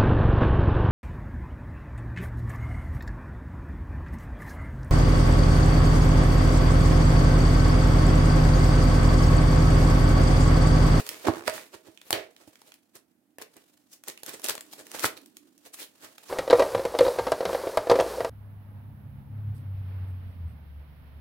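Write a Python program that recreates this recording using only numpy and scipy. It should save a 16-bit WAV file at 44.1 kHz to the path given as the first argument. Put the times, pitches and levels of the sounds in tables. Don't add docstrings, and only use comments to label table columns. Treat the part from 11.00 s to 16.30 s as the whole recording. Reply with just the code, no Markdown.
import sys
import numpy as np
from scipy import signal
from scipy.fft import rfft, irfft, next_fast_len
from scipy.io import wavfile
from scipy.ndimage import map_coordinates

SR = 44100
rng = np.random.default_rng(int(sys.argv[2]) if len(sys.argv) > 2 else 0)


def file_out(sig):
    cols = np.atleast_2d(sig).T
    lim = np.clip(cols, -1, 1)
    pcm = np.round(lim * 32767).astype(np.int16)
    wavfile.write(sys.argv[1], SR, pcm)


N = 233553


def amp(db):
    return 10 ** (np.asarray(db) / 20)


def unit(x):
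    return x / np.sqrt(np.mean(x ** 2) + 1e-20)


def along(points, hz):
    f, v = np.transpose(points)
    return np.interp(np.log(hz + 1), np.log(f + 1), v)


def hump(hz, centre_hz, octaves):
    return np.exp(-(np.log2((hz + 1) / centre_hz) / octaves) ** 2)


def wobble(rate, size):
    knots = rng.standard_normal(int(size * rate / SR) + 4)
    return map_coordinates(knots, [np.arange(size) * rate / SR])


def filtered(x, response):
    size = x.shape[-1]
    m = next_fast_len(size + 4096)
    return irfft(rfft(x, m) * response(np.fft.rfftfreq(m, 1 / SR)), m)[..., :size]


def ring(hz, t60):
    t = np.arange(SR // 2) / SR
    return np.sin(2 * np.pi * hz * t) * amp(-60 * t / t60)


def place(sound, left_db):
    return sound * amp([[left_db / 2], [-left_db / 2]])


def add(track, sound, start_s):
    start = round(start_s * SR)
    part = sound[..., max(-start, 0):N - start]
    track[..., max(start, 0):max(start, 0) + part.shape[-1]] += part


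# freq_hz, correlation
MIC_LIKENESS = [(300, 0.89), (800, 0.47), (2000, 0.11), (4000, 0), (9000, .1), (14000, 0.055)]
def noise(colour, size):
    def mid_side_gains(hz):
        angle = np.arccos(along(MIC_LIKENESS, hz)) / 2
        return amp(colour(hz)) * [np.cos(angle), np.sin(angle)]
    mid, side = filtered(rng.standard_normal((2, size)), mid_side_gains)
    return unit(np.array([mid + side, mid - side]))


def catching(size, grain_db, clump_db):
    return unit(amp(grain_db * wobble(1100, size) + clump_db * wobble(120, size)))


# freq_hz, level_db
FRICTION_COLOUR = [(50, -24), (130, -6.5), (200, -6), (350, 7.5), (800, 3.5), (2000, 4), (4000, 4),
                   (6500, 3), (9000, 2.5), (13000, 1), (16000, -2.5)]
# time_s, level_db
SLIDE_LEVELS = [(0.0, -46.5), (0.43, -53), (0.71, -63.5), (1.47, -71.5), (1.56, -62.5), (2.02, -82.5),
                (2.42, -82.5), (2.55, -63), (2.96, -76), (3.14, -63.5), (3.27, -58), (3.41, -52.5),
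                (3.75, -58.5), (3.98, -51), (4.31, -65.5), (4.5, -68), (4.85, -66), (5.3, -55)]
def sliding(slide_db):
    def friction(tone):
        return noise(lambda hz: along(FRICTION_COLOUR, hz) + along(tone, hz), N)
    hiss = amp(-2.5) * friction([(700, -22.5), (2800, 2.5)])
    rub = amp(-7.5) * friction([(1500, -3.0), (3500, -15.5)])
    return amp(slide_db) * (hiss + rub) * catching(N, grain_db=1.0, clump_db=4.5)


# freq_hz, level_db
AIR_COLOUR = [(18, -60), (30, -25.5), (161, -10), (184, -5.5), (287, -3), (426, -17.5), (780, -16),
              (1000, -24.5), (1590, -24), (5040, -34), (13700, -27), (16000, -33)]
def room_tone(crest_s=4.06, half_width_s=0.69, swell_db=18):
    drone_colour = [(120, -34), (200, -10.5), (300, 2.5), (380, -10.5), (600, -40.5), (2000, -77)]
    drone = noise(lambda hz: along(drone_colour, hz), N)
    air = noise(lambda hz: along(AIR_COLOUR, hz), N)
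    swell = np.exp(-((np.arange(N) / SR - crest_s) / half_width_s) ** 2)
    return amp(-72.5) * air + amp(-78.5 + swell_db * swell) * drone


# crest_s, level_db, length_s, tilt_db_per_octave, sheet_hz, left_db
SHEET_STROKES = [(0.002, -31.5, 0.014, -2, 703, 1.5), (0.121, -46, 0.18, -1.5, 2200, 1),
                 (0.253, -30, 0.014, -4.5, 500, -3.5), (0.279, -21.5, 0.023, -5.5, 1509, 1),
                 (0.476, -30.5, 0.022, -2, 2063, -4), (0.561, -38.5, 0.074, -.5, 2060, -0.5),
                 (0.743, -39, 0.017, -2.5, 1040, -1), (0.87, -51.5, 0.036, -2, 398, -3.5),
                 (1.075, -51, 0.071, -1, 12800, 2), (1.415, -56, 0.052, -1.5, 740, -1.5),
                 (1.48, -55, 0.027, 1, 654, -1.5), (1.675, -56, 0.059, -0.5, 640, -0.5),
                 (1.962, -47.5, 0.021, -1, 9050, -2), (2.419, -38, 0.011, -0.5, 1760, 3),
                 (2.572, -50, 0.017, -3.5, 1950, -2), (2.932, -48, 0.032, 2, 6230, 1.5),
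                 (3.088, -41, 0.032, -1, 6950, -3), (3.287, -38.5, 0.032, -0.5, 1520, -5),
                 (3.338, -39, 0.026, -1.5, 8200, 1), (3.449, -31, 0.018, 0, 8600, -4),
                 (3.495, -29, 0.029, -1, 4200, -1), (3.729, -40, 0.02, 1.5, 3550, 1),
                 (3.796, -43.5, .028, -2, 8000, 2.5), (3.951, -36, 0.032, -.5, 1408, -1),
                 (4.005, -38.5, 0.056, 1.5, 1780, -0.5), (4.042, -23, 0.022, -0.5, 1300, 7.5),
                 (4.056, -20, 0.012, 0, 1744, -0.5), (4.172, -45, .014, -0.5, 4040, -2.5),
                 (4.664, -42.5, 0.019, 0, 610, 0), (4.741, -38, 0.011, 1, 8500, 2),
                 (4.796, -40.5, 0.036, 0.9, 2300, 2), (4.824, -40, .034, 1.2, 3540, 0.5),
                 (5.043, -45.5, 0.054, -0.9, 1410, 0), (5.29, -44, 0.028, -1, 5400, -5.5)]
def scuffs(rise_share=0.4):
    out, t = np.zeros((2, N)), np.arange(-SR // 8, SR // 4) / SR
    for crest_s, db, length_s, tilt, sheet_hz, left_db in SHEET_STROKES:
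        def colour(hz):
            friction = along(FRICTION_COLOUR, hz) + tilt * np.log2(np.maximum(hz, 400))
            sheet = 5 * hump(hz, sheet_hz, octaves=0.36)
            sleeve = 3 * hump(hz, centre_hz=290, octaves=0.36)
            return friction + sheet + sleeve
        rasp = noise(colour, len(t)) * catching(len(t), grain_db=3.0, clump_db=1.5)
        swell = np.exp(-np.abs(t) / (length_s * np.where(t < 0, rise_share, 1 - rise_share)))
        add(out, place(amp(db) * swell * rasp, left_db), crest_s + t[0])
    return out


CRACK_RISE_S = 0.00065
def crack(colour, t60):
    t = np.arange(SR // 16) / SR
    shape = amp(-60 * t / t60) * (1 - np.exp(-t / CRACK_RISE_S))
    return unit(shape * noise(colour, len(t))) * np.sqrt(np.mean(shape ** 2))


# freq_hz, level_db
CREASE_COLOUR = [(60, -28.5), (200, -13.5), (400, 2.5), (900, 4.5), (2200, 4), (4000, 2), (7000, 3),
                 (12000, 2.5), (16000, -4)]
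def crinkle(slide_db, ticks_per_s=22, above_slide_db=7.5, spread_db=12.5):
    out = np.zeros((2, N))
    for when, size, pitch, side in rng.uniform(size=(int(ticks_per_s * N / SR), 4)):
        pitch_hz = 1500 * 8 ** pitch
        colour = lambda hz: along(CREASE_COLOUR, hz) + 9 * hump(hz, pitch_hz, octaves=0.86)
        db = slide_db[int(when * (N - 1))] + above_slide_db + spread_db * size ** 2
        tick = amp(db) * crack(colour, t60=0.0024)
        add(out, place(tick, left_db=8 * (side - 0.5)), when * N / SR)
    return out


# start_s, level_db, body_db, sizzle_db, left_db
CREASE_SNAPS = [(0.0644, -26.5, -15, -4, -4), (0.0897, -16, -11, 5, -4), (0.1432, -31.5, -13, -15, -2),
                (0.4771, -9.5, 5, -11.5, -2.5), (0.4957, -20, -11, -10, 2), (0.578, -27.5, 2, -20, -4),
                (0.9738, -38, -19, -18, -9), (1.0142, -34.5, -8, -7.5, 1), (1.1053, -11.5, 4, 3, 2.5),
                (1.1276, -7, 5, -6, 1), (1.3633, -39.5, -22, -13, -1.5), (1.555, -40.5, -5.5, -12, -2),
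                (1.6163, -37.5, 6, -7, -2), (1.7189, -36.5, -13, -8, 0), (1.7399, -38.5, -20, 0, 2.5),
                (1.953, -35, -14.5, 12, 4), (2.3835, -30, 9.5, 6, -0.5), (2.4145, -32.5, 13, -2.5, 4),
                (2.5661, -38, 5, 6, 1.5), (3.0363, -33.5, -2, 3, 0), (3.0763, -30, 19, 5, -2.5),
                (3.0817, -19, -16, 7.5, 4), (3.098, -28, -40, -11, 4), (3.1746, -33, -14, -7.5, -1),
                (3.2323, -24.5, 7, 6, -2.5), (3.262, -25.5, -19, 1, 8), (3.2922, -26.5, -15, 6, 9),
                (3.3957, -36.5, 5, 1, -8), (3.4173, -35, 3, 5, 5), (3.4417, -16, 4, 7, 7.5),
                (3.461, -27.5, -17, -3, -20), (3.4684, -25, -3, 9, -1), (3.4845, -16, 3, -1.5, 12),
                (3.4955, -11.5, -8, 0.5, 5), (3.5046, -22.5, 4, -8, 10), (3.5513, -23, 8.5, 1, 3),
                (3.578, -26, 1.5, -13, 8.5), (3.6076, -26, -7, -1, 1), (3.7329, -29.5, 9.5, 2.5, -1),
                (3.8668, -34, 7, 2.5, -1.5), (3.915, -27, 1, 3.5, -2.5), (3.9454, -28, 10.5, -15, 10),
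                (3.987, -33, 3.5, -15, -10.5), (3.9935, -21.5, -0.5, 2, -6.5), (4.0017, -28, 7, 6, 0),
                (4.0432, -19.5, 19.5, -12.5, 18), (4.0594, -18.5, -4, 0, 0), (4.2588, -38, 1, 8, -2.5),
                (4.368, -31, -9.5, 3, -0.5), (4.5778, -43.5, -11.5, 11.5, -2.5),
                (5.1807, -33.5, 4, -5, 1.5)]
def snaps():
    out = np.zeros((2, N))
    facets_hz = 3600 * np.exp(0.45 * rng.standard_normal(len(CREASE_SNAPS)))
    for (start_s, db, body_db, sizzle_db, left_db), facet_hz in zip(CREASE_SNAPS, facets_hz):
        tone = [(70, body_db - 17), (200, body_db - 6.5), (650, body_db), (2400, 0), (11000, sizzle_db)]
        def colour(hz):
            return along(CREASE_COLOUR, hz) + along(tone, hz) + 5 * hump(hz, facet_hz, octaves=0.1)
        snap = amp(db) * crack(colour, t60=0.011)
        add(out, place(snap, left_db), start_s + CRACK_RISE_S)
    return out


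# freq_hz, level_db
FLUTTER_COLOUR = [(100, -13.5), (240, -18), (380, -0.5), (620, 2), (1000, -10), (2200, -5.5), (4000, -13),
                  (9000, -25.5), (15000, -28)]
# start_s, panel_db, panel_hz, panel_t60_s, sway_db, sway_hz, flutter_db
CARD_POPS = [(0.2845, -6, 760, 0.0085, -16, 327, -43), (0.2955, -17, 523, .008, -29, 276, -57),
             (0.4803, -17.5, 623.6, 0.035, -36.5, 376, -43.5), (0.7414, -41.5, 980, 0.021, -48, 385, -58.5),
             (0.885, -46, 633, .015, -47.5, 328, -69.5), (1.1062, -26.5, 720, 0.022, -49, 420, -53),
             (1.1285, -9, 2980, 0.0067, -30, 333, -26), (1.476, -45.5, 577, .015, -47.5, 302, -61.5),
             (2.3843, -40.5, 1760, 0.021, -62.5, 299, -47.5), (3.4957, -40, 694, 0.0083, -44.5, 340, -55),
             (4.0439, -7.5, 1335, 0.0079, -31, 341, -61.5)]
def card_pops():
    out, t = np.zeros((2, N)), np.arange(SR // 2) / SR
    thud = amp(-11) * ring(hz=121, t60=0.08)
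    settling = amp(-60 * t / 0.26) * (1 - np.exp(-t / 0.0098))
    for start_s, panel_db, panel_hz, t60, sway_db, sway_hz, flutter_db in CARD_POPS:
        panel = amp(panel_db) * (ring(panel_hz, t60) - 0.52 * ring(1.55 * panel_hz, t60))
        sway = amp(sway_db) * (ring(sway_hz, t60=0.073) + thud)
        flutter = amp(flutter_db) * settling * noise(lambda hz: along(FLUTTER_COLOUR, hz), len(t))
        add(out, panel + sway + flutter, start_s)
    return out


# freq_hz, level_db
EDGE_COLOUR = [(100, -10.5), (400, 7), (1300, 5.5), (3000, -7.5), (8000, -12.5), (12000, -22.5)]
def edge_skips(start_s=0.336, first_gap_s=0.0102, slowing=1.06, first_db=-29, loss_db=0.95):
    out = np.zeros((2, N))
    for k in range(9):
        tick = crack(lambda hz: along(EDGE_COLOUR, hz), t60=0.019)
        add(out, amp(first_db - loss_db * k) * tick, start_s)
        start_s += first_gap_s * slowing ** k
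    return out


# freq_hz, level_db
WALL_COLOUR = [(70, -13.5), (115, -2), (200, -9.5), (400, 0.5), (800, -2.5), (1300, -1), (2000, 2.5),
               (5000, 0.5), (15000, 3.5)]
# freq_hz, t60_s
ROOM_DECAY = [(100, 0.25), (400, 0.36), (1500, 0.25), (4000, 0.21), (9000, 0.18), (16000, 0.15)]
# pitch_hz, level_db, t60_s
TABLE_MODES = [(110.96, -11, 0.19), (294, -12.5, 0.37), (341, -5, 0.42), (394, -8, 0.21),
               (502.4, -11.5, 0.08), (547.4, -7, 0.17), (635, 2, 0.28), (740, -8, 0.28), (1138, -4, 0.069),
               (1480, -10.5, 0.13), (1873, -3, 0.21), (2004, -3.5, 0.097)]
def walls_and_table(paper, walls_db=-8.0, table_db=-55.5):
    size = SR // 2
    echo = noise(lambda hz: along(WALL_COLOUR, hz), size)
    hz, t, bands = signal.stft(echo, SR, nperseg=256)
    decay = amp(-60 * t / along(ROOM_DECAY, hz)[:, None])
    tail = signal.istft(bands * decay, SR, nperseg=256)[1][:, :size]
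    tail *= np.clip((np.arange(size) / SR - 0.002) / 0.0046, 0, 1)
    modes = sum(amp(db) * ring(pitch_hz, t60) for pitch_hz, db, t60 in TABLE_MODES)
    answer = amp(walls_db) * tail / np.linalg.norm(tail[0]) + amp(table_db) * modes
    return signal.fftconvolve(paper, answer, axes=1)[:, :N]


def scene():
    slide_db = np.interp(np.arange(N) / SR, *np.transpose(SLIDE_LEVELS))
    paper = sliding(slide_db) + scuffs() + snaps() + crinkle(slide_db) + card_pops() + edge_skips()
    return paper + walls_and_table(paper) + room_tone()


# freq_hz, left_db
MIC_BALANCE = [(100, -8), (320, -9.5), (650, -8), (1300, -2), (4000, -3.5), (8000, -3), (14000, 4)]
def record(dry, bottom_hz=70, top_hz=16300):
    thinned = signal.sosfilt(signal.butter(4, bottom_hz, "highpass", fs=SR, output="sos"), dry)
    def response(hz):
        balance = amp(np.outer([0.5, -0.5], along(MIC_BALANCE, hz)))
        return balance / (1 + (hz / top_hz) ** 120)
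    return filtered(thinned, response)


dry = scene()
out = record(dry)
file_out(out)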